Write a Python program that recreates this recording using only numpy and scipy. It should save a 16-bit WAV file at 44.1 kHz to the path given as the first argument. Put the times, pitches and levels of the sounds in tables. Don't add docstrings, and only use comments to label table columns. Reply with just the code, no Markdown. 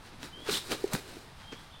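import sys
import numpy as np
from scipy import signal
from scipy.fft import rfft, irfft
from scipy.io import wavfile
from scipy.ndimage import uniform_filter1d

SR = 44100
rng = np.random.default_rng(int(sys.argv[2]) if len(sys.argv) > 2 else 0)


def bounce(signal):
    frames = np.transpose(np.atleast_2d(signal))
    limited = np.clip(frames, -1, 1)
    pcm = np.round(limited * 32767).astype(np.int16)
    wavfile.write(sys.argv[1], SR, pcm)


N = 79380


def undb(db):
    return 10 ** (np.asarray(db) / 20)


def unit(x):
    return x / np.sqrt(np.mean(x ** 2) + 1e-20)


def colour(x, curve):
    hz, db = np.array(curve, float).T
    bin_hz = np.maximum(np.arange(N // 2 + 1) * SR / N, 1)
    gain = undb(np.interp(np.log(bin_hz), np.log(hz), db))
    return unit(irfft(rfft(x) * gain, N))


def drift(rate):
    width = max(int(SR / rate), 2)
    smoothed = uniform_filter1d(rng.standard_normal(N), width, mode="wrap")
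    return unit(uniform_filter1d(smoothed, width, mode="wrap"))


def tree_echoes(x, predelay_s, t60_s=0.36):
    t = np.arange(N) / SR
    scatter = colour(rng.standard_normal(N), [(100, -7.5), (3500, 9.5), (14000, 7.5)])
    tail = scatter * undb(-60 * t / t60_s) * (t > predelay_s)
    return signal.fftconvolve(x, tail / np.sqrt(np.sum(tail ** 2)))[:N]


# frequency in Hz, relative level in dB.
AIR_EQ = [(20, -1), (40, -7), (70, -6), (145, -5.5), (230, -15), (400, -21), (550, -18), (900, -14.5),
          (1700, -20), (2500, -23.5), (3500, -23.5), (5000, -27), (7000, -36.5), (9500, -34.5),
          (16000, -49)]
def woodland_air():
    level_db = -51.5 + 0.4 * drift(8)
    return undb(level_db) * colour(rng.standard_normal(N), AIR_EQ)


# start in seconds, length in seconds, start pitch in Hz,
# end pitch in Hz, level in dB, waver as a share of the pitch.
BIRD_NOTES = [(0.33, .072, 3073, 3240, -51, 0.0086), (0.411, 0.047, 3350, 3330, -51.5, 0.0073),
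              (1.434, .095, 3140, 3236, -56.5, .012), (1.542, 0.052, 3240, 3476, -55.5, 0.0176),
              (1.709, 0.057, 3530, 3550, -57, 0.073)]
def bird(t, fade_s=0.017, wet_db=-5):
    song = np.zeros(N)
    for start, length, start_hz, end_hz, db, waver in BIRD_NOTES:
        glide_hz = np.interp(t, [start, start + length], [start_hz, end_hz])
        hz = glide_hz * (1 + waver * drift(200.5))
        whistle = unit(np.sin(2 * np.pi * np.cumsum(hz) / SR))
        gate = np.clip(np.minimum(t - start, start + length - t) / fade_s + 0.5, 0, 1)
        song += undb(db + 2 * drift(52)) * gate * whistle
    return song + undb(wet_db) * tree_echoes(song, predelay_s=0.023)


def weave_zip(t, peak_s=0.54, width_s=0.042, tick_hz=3637, level_db=-35):
    hz = tick_hz * (1 + 0.06 * drift(200) + 0.096 * drift(3000))
    flicker = undb(2.8 * drift(400))
    tone = unit(np.sin(2 * np.pi * np.cumsum(hz) / SR) * flicker)
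    swell = np.exp(-((t - peak_s) / width_s) ** 2)
    return undb(level_db) * tone * swell


# start in seconds, pitch in Hz, level in dB,
# attack in seconds, decay in seconds.
POCKET_POPS = [(0.4882, 412.3, -21.5, 0.001, 0.01), (0.8401, 392, -16, 0.0037, 0.0044),
               (0.9379, 162, -22.5, 0.0029, 0.0087), (1.167, 353, -34.5, 0.0031, 0.0018)]
def air_pops(t, octave_db=-16.5):
    out = np.zeros(N)
    for start, hz, db, attack, decay in POCKET_POPS:
        age = np.maximum(t - start, 0)
        swing = np.minimum(age / attack, 1) * np.exp(-np.maximum(age - attack, 0) / decay)
        phase = 2 * np.pi * hz * age
        octave = undb(octave_db) * swing * np.sin(2 * phase)
        out += undb(db) * swing * (np.sin(phase) + octave)
    return out


# start in seconds, level in dB, decay in seconds, brightness in Hz.
CREASE_SNAPS = [(0.2302, -30, 0.0014, 3400), (0.4813, -27, 0.00021, 3500), (0.483, -36, 0.00029, 3000),
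                (0.496, -20.5, 0.00066, 3020), (0.7187, -15.5, 0.00029, 3240),
                (0.721, -27.5, 0.00068, 8100), (0.8396, -44, .003, 9250), (0.877, -42.5, 0.0042, 5880),
                (0.934, -27, 0.0056, 10800), (0.9498, -23.5, 0.0024, 1730)]
def crease_snaps(t):
    out = np.zeros(N)
    for start, db, decay, hz in CREASE_SNAPS:
        envelope = (t >= start) * np.exp(-np.abs(t - start) / decay)
        burst = np.sign(rng.standard_normal(N)) * envelope
        snap_eq = [(hz / 10, -4), (hz / 2, 0), (hz, 0), (hz * 2, -12), (hz * 10, -50)]
        out += undb(db) * np.std(burst) * colour(burst, snap_eq)
    return out


def fibre_slips(slips_per_s=14000, flutter_db=1.16):
    hits = rng.random(N) < slips_per_s / SR
    trim_db = -0.1 * np.minimum(rng.exponential(size=N), 3)
    clicks = hits * undb(trim_db) * rng.standard_normal(N)
    return clicks * undb(flutter_db * drift(170))


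# frequency in Hz, relative level in dB.
RUSTLE_EQ = [(40, 6), (150, -5), (400, -24), (800, 1), (1500, 5), (2500, 1), (4000, -2.5), (6500, -9.5),
             (9000, -22), (16000, -35)]
# frequency in Hz, relative level in dB.
HISS_EQ = [(1000, -16), (2500, -103), (3800, 4), (6500, -6), (9000, -3.5), (11000, -9.5), (16000, -14)]
# peak time, rise and fall in seconds, flap pitch in Hz,
# then rustle, flap and hiss levels in dB.
BAG_MOVES = [(0.07, 0.049, 0.037, 350, -54, -57.5, -61), (0.14, 0.027, 0.024, 269, -56, -52, -83),
             (0.242, 0.029, 0.035, 260, -47, -45.5, -50), (0.41, 0.062, 0.11, 368, -59.5, -52.5, -63),
             (0.497, 0.028, 0.0078, 370, -35.5, -40.5, -43), (0.523, 0.022, .018, 269, -35.5, -36, -34),
             (0.547, 0.019, 0.032, 350, -41.5, -57, -34.5), (0.567, 0.024, 0.031, 287, -40.5, -45, -41),
             (0.672, 0.056, 0.1, 340, -50.5, -52, -50), (0.723, 0.019, 0.024, 370, -34, -32, -37.5),
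             (0.8, 0.045, 0.27, 386, -52.5, -51.5, -54.5), (0.933, 0.016, 0.018, 730, -43.5, -37.5, -43.5),
             (0.95, 0.013, 0.014, 324, -42.5, -36, -39), (0.985, 0.085, 0.023, 410, -46, -48.5, -55),
             (1.1, 0.06, 0.16, 346, -53, -51.5, -56.5), (1.41, 0.039, 0.069, 280, -55, -79, -67),
             (1.528, 0.0077, .02, 304, -46, -43.5, -64), (1.62, 0.11, 0.067, 258, -57, -61, -62.5)]
def cloth_swishes(t, skirt_db=-11):
    flap, rustle_power, hiss_power = np.zeros((3, N))
    for peak, rise, fall, hz, rustle_db, flap_db, hiss_db in BAG_MOVES:
        from_peak = np.where(t < peak, (peak - t) / rise, (t - peak) / fall)
        effort = np.exp(-from_peak ** 1.37)
        panel_eq = [(hz / 10, 2 * skirt_db), (hz / 2, skirt_db), (hz * 0.656, 0),
                    (hz * 1.18, 0), (hz * 2, skirt_db), (hz * 10, -60)]
        flap += undb(flap_db) * effort * colour(rng.standard_normal(N), panel_eq)
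        rustle_power += (undb(rustle_db) * effort) ** 2
        hiss_power += (undb(hiss_db) * effort) ** 2
    rustle = np.sqrt(rustle_power) * colour(fibre_slips(), RUSTLE_EQ)
    hiss = np.sqrt(hiss_power) * colour(fibre_slips(), HISS_EQ)
    return flap + rustle + hiss


def scene():
    t = np.arange(N) / SR
    bag = cloth_swishes(t) + crease_snaps(t) + air_pops(t) + weave_zip(t)
    echoes = undb(-11) * tree_echoes(bag, predelay_s=0.0077)
    return (bag + echoes + bird(t) + woodland_air())[None]


def record(dry):
    return signal.sosfilt(signal.ellip(10, 0.2, 80, 16100, fs=SR, output="sos"), dry)


dry = scene()
out = record(dry)
bounce(out)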